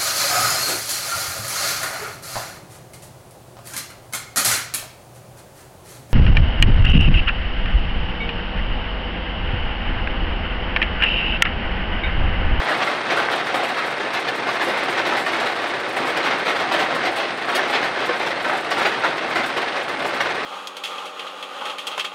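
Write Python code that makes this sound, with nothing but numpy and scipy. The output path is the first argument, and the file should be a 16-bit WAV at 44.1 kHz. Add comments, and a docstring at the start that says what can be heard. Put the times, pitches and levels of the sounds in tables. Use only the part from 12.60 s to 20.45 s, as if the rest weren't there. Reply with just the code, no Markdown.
"""Heavy rain drumming on the roof of a parked vehicle, heard from the cabin.
Over a thousand small drops a second patter on the panel; fat drops burst into droplets and hard hits
knock on it, all coloured by its resonances and muffled by the lining. Other drops splash brightly
on the windscreen, and the downpour outside hisses faintly through the glass."""
import sys
import numpy as np
from scipy import signal
from scipy.fft import rfft, irfft
from scipy.io import wavfile
from scipy.ndimage import uniform_filter1d

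SR = 44100
rng = np.random.default_rng(int(sys.argv[2]) if len(sys.argv) > 2 else 0)


def persist_wave(psi):
    """Save psi, clipped to +-1, as 16-bit WAV."""
    counts = np.round(np.clip(psi, -1, 1) * 32767).astype(np.int16)
    wavfile.write(sys.argv[1], SR, np.atleast_2d(counts).T)


N = 346185


def patter(per_s, spread_db, direct, spots):
    """Drops of uneven size land at random on a number of ringing spots; rms 1."""
    sizes = from_db(spread_db * np.minimum(rng.exponential(1, N), 4)) * rng.choice([-1, 1], N)
    drops = sizes * (rng.random(N) < per_s / SR)
    spot = rng.integers(0, spots, N)
    return rms_one(sum(signal.oaconvolve(drops * (spot == k), response)[:N]
                       for k, response in enumerate(spot_responses(spots, direct))))


def shower_db(s):
    """The shower swells and eases: its level at a time."""
    # strength of the shower: (time [s], level [dB])
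    strength = [(0, -21.5), (0.45, -23), (1.05, -24), (1.45, -24.0), (1.8, -25), (2.3, -22.5), (2.9, -23.5),
                (3.3, -24.5), (3.55, -23), (4.35, -22.5), (4.78, -26), (5.1, -23), (5.77, -25.5),
                (6.3, -23.5), (6.7, -24), (7.3, -25.5), (7.6, -23), (7.85, -24)]
    return np.interp(s, *np.transpose(strength))


def fat_drops(droplets_per_s, spread_s, direct, treble_hz, low_cut_hz):
    """Big drops burst on the roof with little bass; lesser ones fall at random between them."""
    # the fattest drops: (time [s], level [dB], decay time [s], treble gain [dB])
    fattest = [(0.087,-7.5,0.025,-4), (0.116,-5.5,0.021,-6), (0.221,-10,0.0074,5), (0.265,-5.5,0.032,-3),
               (0.501,-6,0.04,3), (0.517,-5,0.024,-8), (0.57,-4,0.048,-6), (0.718,-5.5,0.036,0),
               (0.777,-14,0.0065,3), (0.872,-14,0.09,2), (0.941,-2,0.023,-9), (0.99,-9,0.041,-6),
               (1.03,-9.5,0.051,-1), (1.164,-8,0.075,-0.5), (1.242,-14,0.008,1), (1.398,-11,0.018,4),
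               (1.535,-12,0.06,7), (1.682,-12,0.0081,5.5), (1.876,-6.5,0.037,-0.5), (2.007,-7,0.03,0),
               (2.08,-6.5,0.028,-8), (2.127,-8,0.077,-4), (2.372,-8,0.035,4.5), (2.457,-5.5,0.045,-4),
               (2.524,-10.5,0.018,3), (2.568,-11.5,0.021,3), (2.661,-9,0.045,3), (2.726,-9,0.087,1),
               (2.806,-7.5,0.06,-3), (2.858,-13,0.035,4), (2.994,-15,0.037,3), (3.139,-16,0.04,-6),
               (3.195,-15,0.055,-1), (3.369,-9,0.0073,-3), (3.417,-9.5,0.06,-3), (3.471,-12.5,0.069,-1),
               (3.568,-7,0.012,3), (3.627,-11.5,0.06,5.5), (3.656,-4,0.04,-3.5), (3.706,-5,0.019,0.5),
               (3.849,-4.5,0.06,-3), (3.88,-6.5,0.024,2.5), (3.952,-18,0.022,9), (4.008,-10,0.01,-3),
               (4.112,-4.5,0.063,-0.5), (4.193,-6.5,0.034,2), (4.346,-14,0.068,1), (4.441,-8,0.04,5),
               (4.569,-10.5,0.082,4), (4.884,-6,0.068,-0.5), (4.945,-10,0.06,5.5), (4.977,-12,0.038,-4),
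               (5.091,-9.5,0.054,-4), (5.13,-7.5,0.033,6.5), (5.222,-8,0.06,1.5), (5.404,-14.5,0.06,4.5),
               (5.488,-3.5,0.04,-6), (5.593,-9,0.097,0), (5.668,-11.5,0.008,6), (5.706,-13.5,0.014,4),
               (5.847,-8.5,0.065,-2), (5.912,-8.5,0.05,-6), (6.11,-4,0.022,2), (6.172,-6,0.03,0),
               (6.21,-9.5,0.049,4.5), (6.251,-3,0.014,2), (6.312,-21,0.07,11), (6.435,-5,0.039,-0.5),
               (6.751,-4.5,0.048,0), (6.835,-14,0.008,7.5), (6.965,-9,0.035,-1), (7.028,-12,0.006,-10),
               (7.154,-10.5,0.032,3), (7.446,-8,0.0096,-4), (7.603,-10,0.014,7), (7.652,-14,0.067,3.5),
               (7.705,-18,0.008,10)]
    lesser_per_s, lesser_fade_s = 40, 0.0025
    chance = rng.uniform([0, -1, -1], [N / SR, 1, 1], size=(400, 3))[:int(lesser_per_s * N / SR)]
    # same columns; their level rides on the shower
    lesser = [(s, shower_db(s) + 3.5 + 2 * size, lesser_fade_s, 5.5 + 2 * bright)
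              for s, size, bright in chance]
    out, lowpass = np.zeros(N), signal.butter(1, treble_hz, fs=SR)
    responses = spot_responses(count=36, direct=direct)
    for k, (s, db, fade_s, treble_db) in enumerate([*fattest, *lesser]):
        burst = splash(responses[k % len(responses)], fade_s, droplets_per_s, spread_s, first_hit=1.3)
        body = signal.lfilter(*lowpass, burst)
        add(out, s, from_db(db) * (body + from_db(treble_db) * (burst - body)))
    return signal.lfilter(*signal.butter(1, low_cut_hz, "high", fs=SR), out)


def hard_taps(direct, knock_s):
    """A drop that lands in one piece knocks the panel briefly, at the pitch of the spot it hits."""
    # hard hits on the roof: (time [s], level [dB], pitch [Hz])
    taps = [(0.282, -13, 1400), (0.527, -9.5, 1900), (0.687, -6.5, 1800), (0.717, -12, 1300),
            (1.180, -13, 1500), (1.869, -13, 1200), (1.889, -10, 1400), (1.970, -13.5, 1800),
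            (2.137, -13.5, 1300), (2.400, -11.5, 1600), (2.527, -10, 1400), (3.370, -9.5, 1800),
            (3.725, -10.5, 2400), (4.016, -13, 1400), (4.197, -9, 1900), (4.327, -14, 1100),
            (4.364, -12, 1200), (4.450, -12, 2400), (4.885, -10.5, 1400), (4.993, -12, 1600),
            (5.098, -13, 1200), (5.140, -12, 1800), (5.603, -13, 900), (5.897, -6.5, 1500),
            (6.185, -12, 1100), (6.218, -8.5, 1200), (6.324, -13.5, 2000), (6.512, -14, 1700),
            (7.417, -14.5, 1400), (7.455, -13, 1200), (7.606, -7, 1700), (7.659, -12, 1500)]
    out, t = np.zeros(N), np.arange(SR // 100) / SR
    for (s, db, hz), response in zip(taps, spot_responses(len(taps), direct)):
        knock = np.sin(2 * np.pi * hz * t) * np.exp(-t / knock_s)
        add(out, s, from_db(db) * np.convolve(knock / np.abs(knock).max(), response))
    return out


def roof(blows):
    """The lining muffles every blow and the panel's resonances stand out."""
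    # what roof and lining pass to the cabin: (frequency [Hz], relative gain [dB])
    lining = [(18, -42), (30, -28), (45, -24), (80, -30.5), (120, -14), (215, -11.5), (330, -5.5),
              (700, -0.9), (1050, -2), (2000, -4), (2900, -10), (3700, -11.5), (5200, -22), (7000, -32.5),
              (12000, -52.5)]
    # panel resonances and the notches between them: (frequency [Hz], width [Hz], gain [dB])
    panel_modes = [(256.7, 10.3, 4.5), (341, 27, 6), (398, 24, 2.5), (446, 22, -2), (463, 14, 3.5),
                   (564, 48, 3.5), (698, 35, 1), (754, 72, 3), (924, 36, 1), (1007, 39, -3.5),
                   (1080, 34, .5), (1247, 41, -1.5), (1285, 25, 2), (1555, 56, 4), (1624, 60, -2),
                   (1732, 42, 3), (1910, 80, 2), (2010, 34, -4), (2074, 69, 3.5), (2195, 35, 1.5),
                   (2320, 40, 0), (2525, 55, 2)]
    sound = coloured(blows, lining)
    for hz, width_hz, db in panel_modes:
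        band = signal.lfilter(*signal.iirpeak(hz, hz / width_hz, fs=SR), sound)
        sound = sound + (from_db(db) - 1) * band
    return sound


def windscreen_drops(droplets_per_s, spread_s, direct, small_count, small_fade_s):
    """Drops shatter on the glass in short sprays; small random drops tick between them."""
    # the loudest splashes on the windscreen: (time [s], level [dB], decay time [s])
    loudest = [(0.085, -38, 0.03), (0.165, -41, 0.016), (0.235, -38.5, 0.02), (0.515, -45, 0.012),
               (0.561, -36, 0.035), (0.71, -36, 0.011), (0.752, -37.5, 0.007), (0.937, -33.5, 0.027),
               (1.027, -34.5, 0.02), (1.08, -38.0, 0.007), (1.17, -42, 0.02), (1.25, -39, 0.02),
               (1.531, -34.5, 0.012), (1.59, -38.0, 0.012), (1.68, -40.5, 0.007), (1.75, -39, 0.012),
               (1.89, -41, 0.017), (2.015, -33, 0.03), (2.073, -37, 0.033), (2.172, -39, 0.007),
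               (2.231, -38, 0.0077), (2.291, -36.5, 0.025), (2.37, -43, 0.03), (2.457, -35.5, 0.03),
               (2.563, -34, 0.041), (2.655, -37.5, 0.022), (2.713, -38, 0.028), (2.797, -36.5, 0.016),
               (2.85, -37, 0.039), (2.95, -42, 0.015), (3.07, -42, 0.021), (3.28, -39, 0.012),
               (3.36, -35.5, 0.011), (3.465, -35.5, 0.03), (3.567, -34, 0.0061), (3.64, -37, 0.026),
               (3.85, -38.5, 0.02), (3.875, -37, 0.038), (3.95, -39, 0.02), (3.998, -39, 0.012),
               (4.113, -33.5, 0.028), (4.183, -34, 0.04), (4.344, -34, 0.01), (4.45, -38, 0.01),
               (4.558, -34.5, 0.018), (4.765, -45, 0.012), (4.88, -40, 0.03), (4.947, -23, 0.013),
               (5.09, -37, 0.034), (5.23, -40, 0.03), (5.452, -38, 0.0092), (5.658, -37, 0.02),
               (5.84, -42, 0.011), (5.966, -40, 0.0058), (6.099, -34, 0.018), (6.175, -34, 0.019),
               (6.215, -38, 0.007), (6.252, -34.5, 0.034), (6.435, -40, 0.03), (6.747, -37, 0.03),
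               (6.83, -42, 0.007), (6.855, -34, 0.02), (6.965, -37.0, 0.012), (7.283, -38, 0.0058),
               (7.458, -36, 0.011), (7.538, -38, 0.011), (7.603, -36, 0.012)]
    weakest_db, strongest_db = -48, -42
    small = [(s, db, small_fade_s)
             for s, db in rng.uniform([0, weakest_db], [N / SR, strongest_db], (small_count, 2))]
    out, responses = np.zeros(N), spot_responses(count=12, direct=direct)
    for s, db, fade_s in [*loudest, *small]:
        spray = splash(rng.choice(responses), fade_s, droplets_per_s, spread_s, first_hit=0)
        add(out, s, from_db(db) * spray)
    return out


def glass(blows):
    """The windscreen gives every blow a thin, bright tone."""
    # colour of a splash on glass: (frequency [Hz], relative gain [dB])
    colour = [(300, -6), (1500, -15), (3800, 20.5), (6000, 7.5), (8500, 12.5), (11000, 5.5), (15500, -0.5)]
    return coloured(blows, colour)


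def downpour():
    """The rain outside blurs into a steady hiss through the glass."""
    # colour of the hiss: (frequency [Hz], relative gain [dB])
    colour = [(100, -19), (1000, 23.5), (4000, 18.5), (6500, -5), (8300, 21.5), (10000, 13), (11500, -33)]
    return coloured(rng.standard_normal(N), colour)


def splash(response, fade_s, droplets_per_s, spread_s, first_hit, size=6144):
    """A drop spreads and breaks into droplets that land ever more weakly; the loudest 20 ms have rms 1."""
    t = np.arange(size) / SR
    droplets = rng.standard_normal(size) * (rng.random(size) < droplets_per_s / SR)
    droplets *= np.exp(-t / max(fade_s, .002)) * (1 - np.exp(-t / spread_s))
    droplets[0] = first_hit  # first contact, relative to the droplets that follow
    sound = signal.fftconvolve(droplets, response)
    power = uniform_filter1d(sound ** 2, size=SR // 50, mode="constant")
    return sound / np.sqrt(power.max())


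def spot_responses(count, direct, size=6144):
    """Struck spots: a sharp tick of height `direct`, then dense reflections whose treble dies first."""
    # ring of panel and cabin: (frequency [Hz], time to fall 60 dB [s])
    ring = [(150, 0.17), (600, 0.089), (2000, 0.082), (6000, 0.073), (14000, 0.065)]
    t, hz = np.arange(size) / SR, np.fft.rfftfreq(size, 1 / SR)
    noise = rfft(rng.standard_normal((count, size)))
    edges_hz = [0, 300, 700, 1500, 3000, 6000, 11000, SR]
    tail = 0
    for low, high in zip(edges_hz, edges_hz[1:]):
        t60 = at_hz(ring, (low + high) / 2)
        band = irfft(noise * ((hz >= low) & (hz < high)))
        tail = tail + band * from_db(-60 * t / t60)
    tail /= np.linalg.norm(tail, axis=1, keepdims=True)
    tail[:, 0] += direct
    return tail / np.linalg.norm(tail, axis=1, keepdims=True)


def coloured(x, spectrum, size=8192):
    """Minimum-phase EQ that keeps the power of white noise."""
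    gain = from_db(at_hz(spectrum, np.fft.rfftfreq(size, 1 / SR)))
    cepstrum = irfft(np.log(gain))
    cepstrum[1:size // 2] *= 2
    cepstrum[size // 2 + 1:] = 0
    response = irfft(np.exp(rfft(cepstrum)))
    return signal.fftconvolve(x, response / np.linalg.norm(response))[:N]


def from_db(db):
    """Decibels to gain."""
    return 10 ** (np.asarray(db) / 20)


def rms_one(x):
    """Scale to rms 1."""
    return x / np.sqrt(np.mean(x ** 2) + 1e-20)


def at_hz(points, hz):
    """Read a table on a log-frequency axis."""
    f, value = np.transpose(points)
    return np.interp(np.log(np.maximum(hz, 1)), np.log(f), value)


def add(out, s, sound):
    """Mix a sound in at a time."""
    at = max(round(s * SR), 0)
    out[at:at + len(sound)] += sound[:max(N - at, 0)]


def scene():
    """The shower drives the patter on roof and glass; big drops sit on top, the hiss far behind."""
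    shower = from_db(shower_db(np.arange(N) / SR))
    on_roof = from_db(-2.5) * shower * patter(per_s=1550, spread_db=3.0, direct=0.5, spots=16)
    on_roof += from_db(-15) * fat_drops(droplets_per_s=3000, spread_s=0.0014, direct=0.59,
                                        treble_hz=2100, low_cut_hz=310)
    on_roof += from_db(-6.5) * hard_taps(direct=1.5, knock_s=0.0005)
    on_glass = from_db(-42.5) * shower * patter(per_s=800, spread_db=4.0, direct=0.2, spots=4)
    on_glass += from_db(-5) * windscreen_drops(droplets_per_s=4000, spread_s=0.007, direct=0.45,
                                               small_count=130, small_fade_s=0.005)
    return (roof(on_roof) + glass(on_glass) + from_db(-51) * downpour())[None]


def record(dry):
    """A steep low-pass cuts the top above 15.6 kHz."""
    return signal.sosfilt(signal.ellip(10, .1, 80, 15600, fs=SR, output="sos"), dry)


dry = scene()
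out = record(dry)
persist_wave(out)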